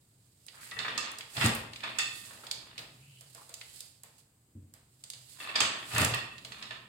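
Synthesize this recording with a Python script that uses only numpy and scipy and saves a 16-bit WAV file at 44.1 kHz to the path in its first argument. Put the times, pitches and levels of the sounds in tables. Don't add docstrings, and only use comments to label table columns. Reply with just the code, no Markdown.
import sys
import numpy as np
from scipy import signal
from scipy.fft import rfft, irfft, next_fast_len
from scipy.io import wavfile
from scipy.ndimage import uniform_filter1d

SR = 44100
rng = np.random.default_rng(int(sys.argv[2]) if len(sys.argv) > 2 else 0)


def dump(signal):
    limited = np.clip(np.atleast_2d(signal).T, -1, 1)
    pcm = np.round(limited * 32767).astype(np.int16)
    wavfile.write(sys.argv[1], SR, pcm)


N = 303408
TIME = np.arange(N) / SR


def amp(db):
    return 10 ** (np.asarray(db) / 20)


def unit(x):
    return x / np.sqrt(np.mean(x ** 2) + 1e-20)


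def at_peak(sound, db, window=88):
    return sound * amp(db) / np.sqrt(uniform_filter1d((sound ** 2).mean(0), window).max())


def panned(pan_db):
    return amp(np.array([[pan_db], [-pan_db]]) / 2)


def add(mix, start_s, sound):
    part = mix[:, max(round(start_s * SR), 0):][:, :sound.shape[1]]
    part += sound[:, :part.shape[1]]


def read(points, hz):
    f, value = np.transpose(points)
    return np.interp(np.log(hz + 1), np.log(f + 1), value)


def colour(x, db_at):
    n = x.shape[-1]
    size = next_fast_len(n + 4096)
    return irfft(rfft(x, size) * amp(db_at(np.fft.rfftfreq(size, 1 / SR))), size)[..., :n]


def shaped(x, spectrum):
    return unit(colour(x, lambda f: read(spectrum, f)))


def hump(x, hz, below_db, above_db):
    def db_at(f):
        octaves = np.log2((f + 1) / hz)
        return -np.where(octaves < 0, below_db, above_db) * (np.sqrt(octaves ** 2 + .5) - np.sqrt(.5))
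    return colour(x, db_at)


def swell(start_s, hold_s, db, rise_db_per_s, fall_db_per_s):
    early, late = np.maximum(start_s - TIME, 0), np.maximum(TIME - start_s - hold_s, 0)
    return amp(db - rise_db_per_s * early - fall_db_per_s * late)


def together(gains):
    return np.sqrt(sum(gain ** 2 for gain in gains))


def swells(rows, rise_db_per_s, fall_db_per_s):
    return together(swell(*row, rise_db_per_s, fall_db_per_s) for row in rows)


def grains(per_s, spread_db):
    size = amp(spread_db * np.minimum(rng.exponential(1, N), 4))
    return size * rng.choice([-1, 1], N) * (rng.random(N) < per_s / SR)


# freq_hz, coherence
COHERENCE = [(30, 1), (130, 0.993), (300, 0.92), (700, 0.6), (1300, 0), (16000, 0.1)]
def diffuse(pair):
    n = pair.shape[-1]
    a, b = rfft(pair)
    same = np.clip(read(COHERENCE, np.fft.rfftfreq(n, 1 / SR)), 0, 1)
    mid, side = a * np.sqrt((1 + same) / 2), b * np.sqrt((1 - same) / 2)
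    return irfft(np.array([mid + side, mid - side]), n)


def noise(n=N):
    return diffuse(rng.standard_normal((2, n)))


CONTACT_RISE_S = .0007
def contact(t, fade_s):
    return noise(len(t)) * np.exp(-t / fade_s) * (1 - np.exp(-t / CONTACT_RISE_S))


def ring(modes, t, detune):
    hz, db, t60 = np.transpose(modes)[:, :, None]
    hz = hz * (1 + detune * rng.standard_normal(hz.shape))
    strike = rng.uniform(0.71, 1, len(modes)) * np.exp(2j * np.pi * rng.random((2, len(modes))))
    partials = amp(db) * np.exp((2j * np.pi * hz - np.log(1000) / t60) * t)
    return (strike @ partials).real / np.linalg.norm(amp(db))


# freq_hz, t60_s
ROOM_DECAY = [(100, 0.68), (500, 0.67), (1400, 0.61), (3700, 0.56), (9000, 0.41), (16000, 0.26)]
def room(x, wet_db):
    hz, t, bands = signal.stft(noise(SR), SR, nperseg=256)
    decay = np.exp(-np.log(1000) * t / read(ROOM_DECAY, hz)[:, None])
    tail = signal.istft(bands * decay, SR, nperseg=256)[1][:, :SR]
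    tail *= 1 - np.exp(-(TIME[:SR] / 0.0016) ** 2)
    return amp(wet_db) * signal.fftconvolve(x, tail / np.linalg.norm(tail[0]), axes=1)[:, :N]


# freq_hz, relative_db
AIR_SPECTRUM = [(20, -20), (120, 7), (190, -7), (500, -17), (1000, -20.5), (4500, -27), (8000, -18),
                (10000, -23), (16000, -23)]
def room_tone(level_db=-59.5):
    return amp(level_db) * shaped(noise(), AIR_SPECTRUM)


# start_s, hold_s, level_db
GROAN_SWELLS = [(3.03, 0.11, -51), (5.14, 0.14, -61.5)]
def groans(pitch_hz=134, waver=0.066):
    drift = unit(uniform_filter1d(rng.standard_normal(N), size=2000))
    note = unit(np.sin(2 * np.pi * np.cumsum(pitch_hz * (1 + waver * drift)) / SR))
    return swells(GROAN_SWELLS, rise_db_per_s=70, fall_db_per_s=42) * note


def resonance(x, hz, width_hz):
    turn = np.exp(2j * np.pi * np.cumsum(hz) / SR)
    pole = np.exp(-np.pi * width_hz / SR)
    return unit((turn * signal.lfilter([1], np.poly([pole, pole]), x / turn)).real)


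# start_s, length_s, level_db, first_hz, last_hz, width_hz
SHUTTLE_DRAGS = [(0.511, 0.23, -50, 960, 2380, 1880), (2.305, 0.44, -58, 825, 654, 950),
                 (3.363, 0.08, -53, 1100, 1000, 500), (2.95, .36, -59.5, 2520, 3150, 700)]
def shuttle_drags():
    out = np.zeros((2, N))
    for start_s, length_s, db, first_hz, last_hz, width_hz in SHUTTLE_DRAGS:
        n = round(length_s * SR)
        skips = np.array([grains(per_s=350, spread_db=2.5)[:n] for _ in range(2)])
        scrape = diffuse(resonance(skips, np.linspace(first_hz, last_hz, n), width_hz))
        add(out, start_s, amp(db) * scrape * signal.windows.tukey(n, .5) * panned(2))
    return out + room(out, wet_db=-5)


# pitch_hz, relative_db, t60_s
CLOTH_MODES = [(92, 5, 0.17), (140, -6, 0.22), (300, 0, 0.08)]
def cloth_slap(start_s=4.55, level_db=-37.5, attack_s=0.0074):
    out, t = np.zeros((2, N)), TIME[:SR // 2]
    slap = hump(contact(t, fade_s=.04), hz=230, below_db=14, above_db=36)
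    drum = ring(CLOTH_MODES, t, detune=0.0014)[0]
    bump = at_peak(np.array([drum, drum]), 0, window=400) + at_peak(slap, -7, window=400)
    bump *= 1 - np.exp(-t / attack_s)
    add(out, start_s, at_peak(bump, level_db, window=400))
    return out + room(out, wet_db=-6)


# freq_hz, relative_db
YARN_SPECTRUM = [(400, -9), (1200, -13), (2500, -6.5), (4500, 0.5), (8000, 1), (10500, 1), (15500, -7.5)]
def rubbing(per_s, spread_db, release_s=0.011):
    catches = signal.lfilter([1], [1, -np.exp(-1 / (release_s * SR))], grains(per_s, spread_db) ** 2)
    return shaped(np.sqrt(catches) * rng.standard_normal((2, N)), YARN_SPECTRUM)


# fastest_s, run_up_s, run_out_s, level_db
WARP_SLIDES = [(.65, 0.22, 0.38, -44.5), (1.35, 0.16, 0.14, -44.5), (2.198, 0.59, 0.49, -42),
               (3.28, 1, 1, -54), (3.775, 0.54, 0.23, -46.5), (4.185, 0.083, 0.052, -51.5),
               (5.16, 0.16, 0.15, -73), (5.43, 0.47, 0.27, -44.5), (5.95, 0.19, 0.14, -37.5),
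               (6.62, 1, 0.26, -55.5)]
def warp_slides(range_db=20, idle_db=-66, idle_s=1.0):
    pulls = [swell(fastest_s, 0, db, range_db / up_s, range_db / out_s)
             for fastest_s, up_s, out_s, db in WARP_SLIDES]
    speed = together(pulls + [amp(idle_db) * (TIME < idle_s)])
    out = speed * rubbing(per_s=1700, spread_db=6) * panned(-8)
    return out + room(out, wet_db=-6)


# start_s, hold_s, level_db
TREADLE_HOLDS = [(.85, 0.068, -46), (1.85, 1.1, -54.5), (5.6, 1.2, -52)]
# freq_hz, relative_db
GRUMBLE_SPECTRUM = [(25, -15.5), (60, -6), (95, -12.5), (122, 9.5), (145, -8), (175, -5), (230, -7),
                    (400, -13), (1000, -32.5)]
def treadle_strain(rest_db=-66.5):
    load = together([swells(TREADLE_HOLDS, rise_db_per_s=73.5, fall_db_per_s=55.5), amp(rest_db)])
    return load * shaped(noise(), GRUMBLE_SPECTRUM)


# start_s, level_db, brightness_hz, pan_db, body_db
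SHUTTLE_TAPS = [(0.465, -37, 9100, -5, -26), (0.483, -37, 3880, -3, -22), (0.712, -35.5, 4030, -5, -30),
                (1.116, -34, 8800, -1, -27), (1.185, -30.5, 6500, -5, -14.5), (1.208, -32.5, 3100, -3, -39),
                (1.46, -16.5, 6800, 1, -29), (1.55, -22, 11200, 0, -37), (1.733, -36, 3500, 0, -17),
                (1.759, -34.5, 3600, -1, -19.5), (1.805, -38.5, 3220, 1, -18.5),
                (2.308, -44.5, 1370, 0, -4.5), (2.436, -44.5, 930, 2, -1), (2.467, -35, 3740, -3, -30),
                (2.512, -20, 4740, -1.5, -36), (2.779, -30.5, 3770, -1, -21), (2.789, -33.5, 3400, -4, -9),
                (3.209, -38.5, 8200, -7, -15.5), (3.348, -36.5, 8150, -6, -11.5),
                (3.493, -39.5, 7700, -2, -10.5), (3.54, -29, 6340, -2, -28), (3.612, -36.5, 3100, 1.5, -20),
                (3.805, -30, 6530, -2.5, -28.5), (4.034, -35, 8460, -6, -15.5),
                (4.738, -39.5, 8900, -6.5, -14.5), (5.038, -33.5, 6000, 0.5, -25),
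                (5.101, -28, 6100, -1.5, -46), (5.134, -35.5, 4470, 0, -20.5), (5.948, -27, 8000, -4, -9),
                (5.981, -16, 8300, 2, -35), (6.016, -20.5, 7550, 3, -35), (6.0472, -13.5, 6900, -7, -24),
                (6.145, -25.5, 8600, -1, -26), (6.381, -38.5, 3830, -4, -33),
                (6.448, -32.5, 3740, -2.5, -13.5)]
# freq_hz, relative_db
WOOD_SPECTRUM = [(150, -30), (380, -12.5), (530, -7.5), (1200, -8.5), (4500, -8), (9000, -14.5)]
def shuttle_taps(fade_cycles=17, pan_offset_db=-3):
    out, t = np.zeros((2, N)), TIME[:SR // 5]
    for start_s, db, hz, pan_db, body_db in SHUTTLE_TAPS:
        tick = hump(contact(t, fade_s=min(fade_cycles / hz, .005)), hz, below_db=18, above_db=18)
        tick = at_peak(tick, 0) * panned(pan_db + pan_offset_db)
        body = at_peak(shaped(contact(t, fade_s=0.052), WOOD_SPECTRUM), body_db)
        add(out, start_s, at_peak(tick + body, db))
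    out += room(out, wet_db=-4)
    lows = signal.sosfilt(signal.butter(1, 1400, fs=SR, output="sos"), out)
    return out + lows * (panned(4) + 0.5)


# pitch_hz, relative_db, t60_s
BAR_MODES = [(1195, -5, .17), (1850, -1, .16), (2640, 0, .22), (3520, -2, .14), (4400, -3, .11),
             (5180, -3, .1), (6220, -4, .08), (7100, -4, .07), (8030, -10, .07)]
def bar_contact(t, fade_s, depth_db=6, width_hz=210):
    hz = np.transpose(BAR_MODES)[0][:, None]
    return colour(contact(t, fade_s),
                  lambda f: depth_db * (np.exp(-((f - hz) / width_hz) ** 2).max(0) - 1))


def chatter(per_s, spread_db, spectrum, bars):
    out, t = np.zeros((2, N)), TIME[:SR // 20]
    for _ in range(bars):
        blow = bar_contact(t, fade_s=0.002)
        out += signal.oaconvolve(grains(per_s / bars, spread_db)[None], blow, axes=1)[:, :N]
    return shaped(out, spectrum)


# start_s, hold_s, level_db
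SHAFT_JOSTLES = [(.855, 0.021, -37.5), (.99, 0.029, -36), (1.85, 0.013, -35), (2.25, 0.53, -55.5),
                 (5.415, 0.1, -39), (5.575, 0.078, -28.5), (5.925, .02, -38), (6.14, 0.024, -40),
                 (6.53, 0.14, -46.5)]
# freq_hz, relative_db
RATTLE_SPECTRUM = [(100, -37.5), (220, -0.5), (450, -8), (650, -2), (2400, -1), (4500, -6.5), (6000, -28),
                   (12000, -36)]
def shaft_rattle():
    shaking = swells(SHAFT_JOSTLES, rise_db_per_s=378.5, fall_db_per_s=97.5)
    out = shaking * chatter(per_s=300, spread_db=3, spectrum=RATTLE_SPECTRUM, bars=8)
    return out + room(out, wet_db=-2)


# start_s, level_db, brightness_hz,
# pan_db, ring_db, note_db, note_hz
BAR_KNOCKS = [(0.716, -32.5, 1970, 2, 1, -0.5, 1956), (.767, -29.5, 1660, 1, -9, -1, 1920),
              (0.789, -24, 3920, -7.5, -8, -5, 3605), (0.797, -29.5, 1840, 4, -19, -6, 1230),
              (.848, -25.5, 1700, 0, -29, -14, 2840), (.881, -24, 2670, -1, -12.5, -9, 1923),
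              (.977, -19, 5180, -6.5, -5.5, -13, 1213), (1.072, -33.5, 2480, 5, -4, -10, 1196),
              (1.368, -26.5, 3530, -7, -19, -25, 3620), (1.411, -20.5, 2510, -7, -14, -14, 2720),
              (1.46, -25, 765, 4.5, -12, -10, 1172), (1.836, -25, 2520, -3, -7, -5.5, 3534),
              (1.986, -18.5, 5700, -10.5, 1.5, -3.5, 7040), (1.994, -18.5, 3460, 1.5, 3, -5.5, 2590),
              (5.402, -35.5, 2580, -1, 7, -4.5, 2700), (5.488, -33.5, 2270, -8, -9, -8, 2680),
              (5.555, -24.5, 3400, 14, -25, -13, 1750), (5.558, -19, 3970, -13.5, -23, -1, 4655),
              (5.604, -11.5, 5450, -5.5, -27, -10, 6420), (5.615, -17.5, 2900, -1, -19, -3.5, 3150),
              (5.962, -19, 2320, -2, -10, -29, 1765), (5.983, -18.5, 1940, -3, -5.5, -5, 1194),
              (6.018, -26, 785, 0.5, -10, -13, 835), (6.138, -20.5, 2700, -2.5, 4.5, -11, 2716),
              (6.313, -40.5, 2600, 0, 7, 15, 2640), (6.52, -33, 3550, -5, -18, -14, 2510),
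              (6.625, -30.5, 3580, -5, -23, -8, 3830), (6.707, -29, 2460, -4, -19, -13, 1890)]
def bar_knocks(ring_offset_db=-4, crack_cycles=24, note_cycles=150, crossfeed=0.13):
    out, t = np.zeros((2, N)), TIME[:SR // 2]
    for start_s, db, hz, pan_db, ring_db, note_db, note_hz in BAR_KNOCKS:
        crack = hump(bar_contact(t, fade_s=crack_cycles / hz), hz, below_db=4.5, above_db=22)
        note_t60_s = min(note_cycles / note_hz, .07)
        note = np.sin(2 * np.pi * note_hz * t) * np.exp(-np.log(1000) * t / note_t60_s)
        note *= 1 - np.exp(-t / CONTACT_RISE_S)
        neighbours = sum(ring(BAR_MODES, t, detune=.02) for _ in range(5))
        ringing = at_peak(hump(neighbours, hz, below_db=5, above_db=12), ring_db + ring_offset_db)
        blow = at_peak(crack, 0) + at_peak(np.array([note, note]), note_db) + ringing
        add(out, start_s, at_peak(blow, db) * panned(pan_db))
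    spread = (1 - crossfeed) * out + crossfeed * out[::-1]
    return out + room(spread, wet_db=0.5)


# start_s, level_db, pitch_hz, ring_db
FRAME_THUMPS = [(1.371, -25.5, 115.5, -22), (1.44, -18.5, 226.3, -18), (1.442, -14, 119.4, -22),
                (2.788, -46, 117, -9), (5.615, -35.5, 112, -7), (5.936, -27, 108, -24),
                (6.002, -19, 109.8, -23), (6.005, -25.5, 233, -6), (6.139, -47, 131, -12)]
# pitch_hz, relative_db, t60_s
FRAME_MODES = [(117, -6.5, .2), (140, -1, .16), (189, -6, .2), (250, -2, 0.27), (300, -3, .22)]
def frame_thumps(gain_db=-3, attack_s=0.0062, fade_s=0.039):
    out, t = np.zeros((2, N)), TIME[:SR * 3 // 4]
    for start_s, db, hz, ring_db in FRAME_THUMPS:
        thud = at_peak(hump(contact(t, fade_s), hz, below_db=50, above_db=39.5), -5, window=400)
        swing = np.sin(2 * np.pi * hz * t) * np.exp(-t / fade_s)
        ringing = amp(ring_db) * ring(FRAME_MODES, t, detune=0.0041)[0]
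        boom = (thud + swing + ringing) * (1 - np.exp(-t / attack_s))
        add(out, start_s, at_peak(boom, db + gain_db, window=400))
    return out + room(out, wet_db=-14)


# start_s, packed_s, strength_db
BEATER_STROKES = [(1.369, 1.461, 1), (5.928, 6.018, 0)]
def pressure(build_db, rise_db_per_s, fall_db_per_s):
    strokes = []
    for start_s, packed_s, db in BEATER_STROKES:
        build = amp(np.interp(TIME, [start_s, packed_s], [-build_db, 0]))
        strokes.append(build * swell(start_s, packed_s - start_s, db, rise_db_per_s, fall_db_per_s))
    return together(strokes)


# freq_hz, relative_db
CLATTER_SPECTRUM = [(100, -45.5), (280, -12), (540, -13), (650, -7), (820, -8), (930, -15), (2600, -8.5),
                    (5000, -20), (8000, -40), (12000, -54.5)]
SHUDDER_SPECTRUM = [(25, -27.5), (50, -15), (80, -16.5), (118, 0), (170, -17.5), (235, -12.5), (330, -26.5),
                    (600, -30.5), (1200, -59.5)]
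def beater(clatter_db=-22.5, scrape_db=-29, shudder_db=-27):
    clatter = amp(clatter_db) * chatter(per_s=2600, spread_db=5, spectrum=CLATTER_SPECTRUM, bars=10)
    scrape = amp(scrape_db) * rubbing(per_s=12000, spread_db=19) * panned(-5)
    shudder = amp(shudder_db) * shaped(noise(), SHUDDER_SPECTRUM)
    out = clatter * pressure(build_db=11.5, rise_db_per_s=602, fall_db_per_s=150.5)
    out += scrape * pressure(build_db=9.5, rise_db_per_s=253, fall_db_per_s=256.5)
    out += shudder * pressure(build_db=13.5, rise_db_per_s=1299.5, fall_db_per_s=154)
    return out + room(out, wet_db=-5)


def scene():
    air = room_tone()
    blows = bar_knocks() + shuttle_taps() + frame_thumps() + cloth_slap()
    movement = shuttle_drags() + groans() + beater() + shaft_rattle() + treadle_strain() + warp_slides()
    return air + blows + movement


# freq_hz, gain_db
MIC_RESPONSE = [(30, -8.5), (3500, -6.5), (5100, -6.5), (5700, -15), (6300, -10), (8200, -3.5),
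                (9300, -8.5), (16000, -10.5)]
def record(dry, low_cut_hz=42, high_cut_hz=16300):
    heard = colour(dry, lambda f: read(MIC_RESPONSE, f))
    heard = signal.sosfilt(signal.butter(2, low_cut_hz, "high", fs=SR, output="sos"), heard)
    band_limit = signal.firwin(511, high_cut_hz, window=("kaiser", 9), fs=SR)
    return signal.oaconvolve(heard, band_limit[None], "same")


dry = scene()
out = record(dry)
dump(out)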